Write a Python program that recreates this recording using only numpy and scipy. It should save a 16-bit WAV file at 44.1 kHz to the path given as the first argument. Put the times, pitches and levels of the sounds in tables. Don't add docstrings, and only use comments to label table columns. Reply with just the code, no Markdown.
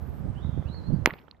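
import sys
import numpy as np
from scipy import signal
from scipy.fft import rfft, irfft, next_fast_len
from scipy.io import wavfile
from scipy.ndimage import uniform_filter1d, map_coordinates

SR = 44100
rng = np.random.default_rng(int(sys.argv[2]) if len(sys.argv) > 2 else 0)


def elevation(decibels):
    levels = np.asarray(decibels, float)
    return 10 ** (levels / 20)


def to_wav(sig):
    pcm = np.clip(np.atleast_2d(sig), -1, 1) * 32767
    pcm = np.round(pcm).astype(np.int16)
    wavfile.write(sys.argv[1], SR, pcm.T)


N = 61739
TIME = np.arange(N) / SR


def unit(x):
    return x / np.sqrt(np.mean(x ** 2, axis=-1, keepdims=True) + 1e-20)


def along(points, hz):
    f, value = np.transpose(points)
    return np.interp(np.log(hz + 1), np.log(f + 1), value)


def curves(rows):
    s, *columns = np.transpose(rows)
    return [np.interp(TIME, s, column) for column in columns]


def wobble(rate):
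    return map_coordinates(rng.standard_normal(2000), [np.arange(N) * rate / SR])


def filtered(x, response):
    m = next_fast_len(N + SR // 2)
    return irfft(rfft(x, m) * response(np.fft.rfftfreq(m, 1 / SR)), m)[..., :N]


def peak(f, hz, width_hz):
    return 1j * f * width_hz / (hz * hz - f * f + 1j * f * width_hz)


def dull(x, hz):
    return signal.sosfilt(signal.butter(6, hz, fs=SR, output="sos"), x)


def pan(db):
    return elevation(np.array([[db / 2], [-db / 2]]))


def echo(x, t60s):
    hz, t, z = signal.stft(rng.standard_normal((2, SR // 2)), SR, nperseg=256)
    fading = z * elevation(-60 * t / along(t60s, hz)[:, None])
    tail = signal.istft(fading, SR, nperseg=256)[1]
    return signal.fftconvolve(x[None], tail / np.linalg.norm(tail[0]), axes=1)[:, :N]


def grains(s, db, hz, cycles, size=400):
    turns = hz[:, None] * np.arange(size) / SR
    fade = elevation(db[:, None] - 20 * turns / cycles)
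    soft_start = 1 - np.exp(-turns / 0.32)
    waves = fade * np.sin(2 * np.pi * turns) * soft_start
    at = np.round(s * SR).astype(int)[:, None] + np.arange(size)
    return np.bincount(at.ravel(), waves.ravel(), N + SR)[:N]


HIT_S, CONTACT_S, TICK_SAMPLES = 1.05908, .00018, 3
# f/Hz, width/Hz, level/dB
AIR_SPRING = [(1562, 1566, 3.9), (1998, 2254, 14)]
HOLLOW = [(3810, 1430, -11.4), (1000, 500, -2.2)]
GROUND = [(318, 306, -7.9), (507, 1760, -7.1)]
BRIGHT_EDGE = [(14000, 2700, -25.5), (9600, 7500, -2.5)]
OTHER_BALL = [(1295, 825, -7.7), (2380, 840, -1.7)]
GROUND_LATE = [.001165, .0011]
OTHER_BALL_LATE = [.0004, .00109]


def crack():
    t = TIME - HIT_S
    push = np.sin(np.pi * np.clip(t / CONTACT_S, 0, 1))
    tick = np.sin(np.pi * np.clip(t * SR / TICK_SAMPLES, 0, 1))

    def once(f, hz, width_hz, db):
        return 2 * elevation(db) * peak(f, hz, width_hz)

    def twice(f, hz, width_hz, db):
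        return once(f, hz, width_hz, db) * peak(f, hz, width_hz)

    def late(f, s):
        return np.exp(-2j * np.pi * f * s)

    ports = []
    for side in range(2):
        def body(f):
            direct = twice(f, *AIR_SPRING[side]) + twice(f, *HOLLOW[side])
            ground = -2 * late(f, GROUND_LATE[side]) * once(f, *GROUND[side])
            other = late(f, OTHER_BALL_LATE[side]) * twice(f, *OTHER_BALL[side])
            return direct + ground + other

        edge = filtered(tick, lambda f: twice(f, *BRIGHT_EDGE[side]))
        ports.append(filtered(push, body) + edge)
    return np.array(ports)


# f/Hz, level/dB, time to fall 60 dB t60/s
STEEL = [(9071, -72, .3), (10130, -66, .4), (10400, -66, .3), (10610, -70, .4), (12790, -58, .5),
         (12880, -62, .5), (14030, -53, .6), (14080, -60, .7), (14290, -56, .4), (14510, -56, .5),
         (14650, -59, .6), (14850, -64, .4), (15210, -60, .6)]
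RING_DB, RING_PAN_DB = -4, -4
SPIN_HZ, RING_FLUTTER_DB = 22, 4


def ring():
    t = np.maximum(TIME - HIT_S, 0)
    ports = np.zeros((2, N))
    for port in ports:
        for hz, db, t60 in STEEL:
            level = elevation(db + RING_DB - 60 * t / t60 + RING_FLUTTER_DB * wobble(45))
            turns = np.cumsum(hz + SPIN_HZ * wobble(53)) / SR
            port += level * np.sin(2 * np.pi * turns)
    return pan(RING_PAN_DB) * ports * (TIME > HIT_S)


THUD_S, THUD_DB, THUD_HZ, THUD_WIDTH_HZ = 1.0732, -7, 326, 320


def thud():
    push = -np.sin(np.pi * np.clip((TIME - THUD_S) / 0.0014, 0, 1))
    low = filtered(push, lambda f: THUD_HZ / THUD_WIDTH_HZ * peak(f, THUD_HZ, THUD_WIDTH_HZ))
    return pan(-1.6) * elevation(THUD_DB) * low


# t/s, level/dB, f/Hz, left-right level/dB
KNOCKS = [(1.0735, -14, 1700, -10), (1.0632, -24, 1500, -8), (1.0665, -22, 1500, -6),
          (1.0695, -25, 1400, -6), (1.081, -27, 1300, -7), (1.082, -24, 380, -3), (1.088, -29, 1300, -8),
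          (1.089, -27, 350, -5), (1.0935, -22, 1100, -7), (1.096, -28, 330, -5), (1.1, -21, 1900, -7),
          (1.109, -23, 1900, -6), (1.113, -30, 1800, -10), (1.118, -31, 800, 0), (1.1368, -18, 2000, -2),
          (1.137, -22, 900, -2), (1.1398, -21, 1500, 0), (1.156, -32, 700, -4), (1.164, -33, 1000, -4),
          (1.18, -35, 1200, -8), (1.188, -28, 1500, -5), (1.199, -34, 1200, -5), (1.271, -39, 1500, -8),
          (1.2805, -30, 1150, -14), (1.282, -28, 800, -14), (.446, -30, 750, -8), (.625, -34, 800, -8),
          (.744, -32, 750, -8)]


def knocks():
    out = np.zeros((2, N))
    for s, db, hz, pan_db in KNOCKS:
        r = rng.standard_normal((6, 3))
        times = s + .0004 * np.abs(r[:, 0])
        levels = db - 7 + 1.5 * r[:, 1]
        pitches = hz * np.geomspace(.55, 2.1, 6) * np.exp(0.1 * r[:, 2])
        clump = grains(times, levels, pitches, cycles=1.8)
        out += pan(pan_db) * dull(clump, 2.8 * hz)
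    return out


SPRAY_DB, SPRAY_T60_S, SPRAY_HZ, SPRAY_CYCLES = -34, 0.1, 1620, 6.7
ROLL_DB = -52.5


def spray():
    out = np.zeros((2, N))
    for side in range(2):
        r, n = rng.random((500, 2)), rng.standard_normal(500)
        late = .002 + .335 * r[:, 0] ** 1.6
        fading_db = np.maximum(SPRAY_DB - 60 * late / SPRAY_T60_S, ROLL_DB)
        size_db = fading_db - 7.7 * np.log(1 - r[:, 1])
        pitches = SPRAY_HZ * np.exp(0.71 * n)
        grit = grains(HIT_S + late, size_db - 20.5, pitches, cycles=SPRAY_CYCLES)
        out += pan(-9 + 11 * side) * grit
    return out


# f/Hz, time to fall 60 dB t60/s
YARD = [(200, .2), (450, 0.18), (1000, 0.35), (2000, .5), (3500, 0.19), (8000, 0.074)]
YARD_DB, YARD_S = -31.5, .004
DULL_HZ = 4400


def yard(near):
    later = np.roll(near.mean(0), round(YARD_S * SR))
    return elevation(YARD_DB) * dull(echo(later, YARD), DULL_HZ)


# t/s, level/dB
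GUSTS = [(0.0, -37.5), (0.228, -34.5), (0.248, -29), (0.424, -42.5), (0.45, -33), (0.568, -33),
         (0.598, -26), (0.63, -41.5), (0.658, -30.5), (0.732, -38), (0.844, -35), (0.942, -23),
         (0.968, -29), (1.086, -41), (1.112, -54), (1.214, -57), (1.4, -51.5)]
# f/Hz, level/dB
RUMBLE = [(15, -35.5), (25, -24.5), (70, 5), (117, -4), (151, -5), (487, -30), (565, -31.5), (900, -40),
          (1170, -54), (1980, -120)]
LEE_DB, LEE_SWING, LUMPS_DB = -43.5, 0.16, 3.5


def wind():
    db = curves(GUSTS)[0]
    noise = unit(filtered(rng.standard_normal((2, N)), lambda f: elevation(along(RUMBLE, f))))
    lumps = np.array([0.27 * wobble(33), wobble(35.54)])
    noise = unit(noise * elevation(LUMPS_DB * lumps))
    left_db = LEE_DB + LEE_SWING * (db - db.mean())
    return noise * elevation([left_db, db + 5])


# t/s, level/dB, f/Hz, push 1 or pull -1
PUFFS = [(.057, -25, 119, 1), (.205, -23.5, 137, -1), (.248, -19.5, 141, 1), (0.285, -22.5, 150, -1),
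         (0.299, -17, 91.8, 1), (.365, -21, 114, -1), (.447, -16.5, 134, -1), (.47, -30, 109, -1),
         (.491, -13.5, 121, 1), (0.528, -18.5, 102, -1), (0.542, -22.5, 119, -1), (.575, -20.5, 295, -1),
         (0.581, -18, 124, -1), (0.593, -15.5, 115, -1), (0.655, -18.5, 84, -1), (0.697, -20, 160, -1),
         (0.885, -20, 157, -1), (0.903, -19, 264, 1), (0.928, -10, 102.2, -1), (.936, -11.5, 150, -1),
         (.942, -12, 154, -1), (.96, -15.5, 148.7, 1), (0.986, -29, 98.7, -1), (1.018, -21, 90, 1)]
PUFF_DB, PUFF_CYCLES = 10.5, 1.19


def puffs():
    s, db, hz, way = np.transpose(PUFFS)
    out = np.zeros(N)
    for w in (1, -1):
        on = way == w
        out += w * grains(s[on], db[on] + PUFF_DB, hz[on], cycles=PUFF_CYCLES, size=3000)
    return elevation([[-22], [0]]) * dull(out, 910)


# t/s, f/Hz, level/dB
BIRDS = [
    [(.355, 2850, -72), (.383, 3050, -61), (.4, 3300, -71), (.428, 3740, -63), (.47, 3720, -67),
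     (.51, 3660, -71), (.58, 3600, -71), (.66, 3550, -78)],
    [(.42, 3350, -71), (.5, 3400, -71), (.58, 3400, -73), (.67, 3300, -77)],
    [(.662, 2550, -67), (.676, 2850, -62), (.686, 3000, -69)],
    [(.69, 3940, -68), (.7, 3950, -62), (.725, 3950, -70), (.84, 3940, -77)],
    [(.716, 4150, -62), (.73, 4170, -59), (.748, 4350, -58), (.795, 4150, -60), (.81, 4150, -72),
     (.845, 4130, -65), (.875, 4230, -61), (.895, 4200, -74), (1.03, 4150, -82)],
    [(.68, 4600, -70), (.692, 3700, -67)],
    [(.81, 4650, -78), (.84, 4700, -73)],
    [(.93, 4680, -74), (.965, 4600, -73)],
    [(1.13, 4200, -80), (1.2, 5300, -83), (1.26, 5700, -86)],
]
WARBLES = [85, 170, 20, 30, 60, 120, 60, 35, 140]
WARBLE_RATE, BIRD_PAN_DB = 300, -19
BIRD_ECHO_DB, BIRD_T60_S = -3, .2


def birds():
    out = np.zeros(N)
    for call, warble_hz in zip(BIRDS, WARBLES):
        hz, db = curves(call)
        start, end = call[0][0], call[-1][0]
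        on = np.interp(TIME, [start - .01, start, end, end + .01], [0, 1, 1, 0])
        level = on * elevation(db + 1.1 * wobble(70))
        turns = np.cumsum(hz + warble_hz * wobble(WARBLE_RATE)) / SR
        out += level * np.sin(2 * np.pi * turns)
    return pan(BIRD_PAN_DB) * (out + elevation(BIRD_ECHO_DB) * echo(out, [(3000, BIRD_T60_S)]))


# start t/s, end t/s, f/Hz, width/Hz, level/dB, beats a second
INSECTS = [
    (-.05, 0.26, 12640, 278, -77, 35),
    (.05, 0.44, 8270, 150, -88.5, 23),
]
INSECT_PAN_DB, FADE_S, INSECT_FLUTTER_DB = -22.5, 0.081, 2


def insects():
    out = np.zeros(N)
    for start, end, hz, width_hz, db, beats in INSECTS:
        hiss = unit(filtered(rng.standard_normal(N), lambda f: peak(f, hz, width_hz) ** 2))
        fade = np.clip(np.minimum(TIME - start, end - TIME) / FADE_S, 0, 1)
        out += hiss * elevation(db + INSECT_FLUTTER_DB * wobble(beats)) * fade
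    return pan(INSECT_PAN_DB) * out


# f/Hz, level/dB
AIR = [(150, -1.5), (330, -11.5), (700, -14), (1500, -23), (2500, -35), (5000, -44), (9600, -52.5),
       (13500, -52)]
# f/Hz, likeness from 0 to 1
ALIKE = [(200, 0.36), (1000, 0.26), (4000, .3), (12000, 0.054)]
AIR_DB, AIR_PAN_DB, AIR_TOP_HZ = -47, -5, 15400


def air():
    z = signal.stft(rng.standard_normal((2, N)), nperseg=512)[2]
    field = uniform_filter1d(rng.standard_normal(z.shape[1:]), size=6, axis=0)
    field = uniform_filter1d(field, size=10, axis=1)
    pair = signal.istft(z * elevation(0.4 * field / field.std()), nperseg=512)[1][:, :N]

    def colour(f):
        turn = np.arccos(np.clip(along(ALIKE, f), -1, 1)) / 2
        hush = elevation(along(AIR, f)) * (f > 140) * (f < AIR_TOP_HZ)
        return hush * np.array([np.cos(turn), np.sin(turn)])

    mid, side = filtered(pair, colour)
    return elevation(AIR_DB) * pan(AIR_PAN_DB) * unit(np.array([mid + side, mid - side]))


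def scene():
    balls = crack() + ring()
    gravel = thud() + knocks() + spray()
    near = balls + dull(gravel, DULL_HZ)
    return near + yard(near) + wind() + puffs() + air() + birds() + insects()


def roll_off(x):
    return signal.sosfilt(signal.butter(12, 16860, fs=SR, output="sos"), x)


# t/s, level/dB
GAIN = [
    (0, -1.5),
    (1.062, -1.5),
    (1.11, -5.5),
    (1.2, -9),
    (1.4, -18.5),
]
TOP, KNEE, TOP_HZ = 0.99, 8, 16300


def record(dry):
    x = dry * elevation(curves(GAIN)[0])
    x = x / (1 + np.abs(x / TOP) ** KNEE) ** (1 / KNEE)
    mix = filtered(x, lambda f: 1 / (1 + (f / TOP_HZ) ** 60))
    return roll_off(mix)


dry = scene()
out = record(dry)
to_wav(out)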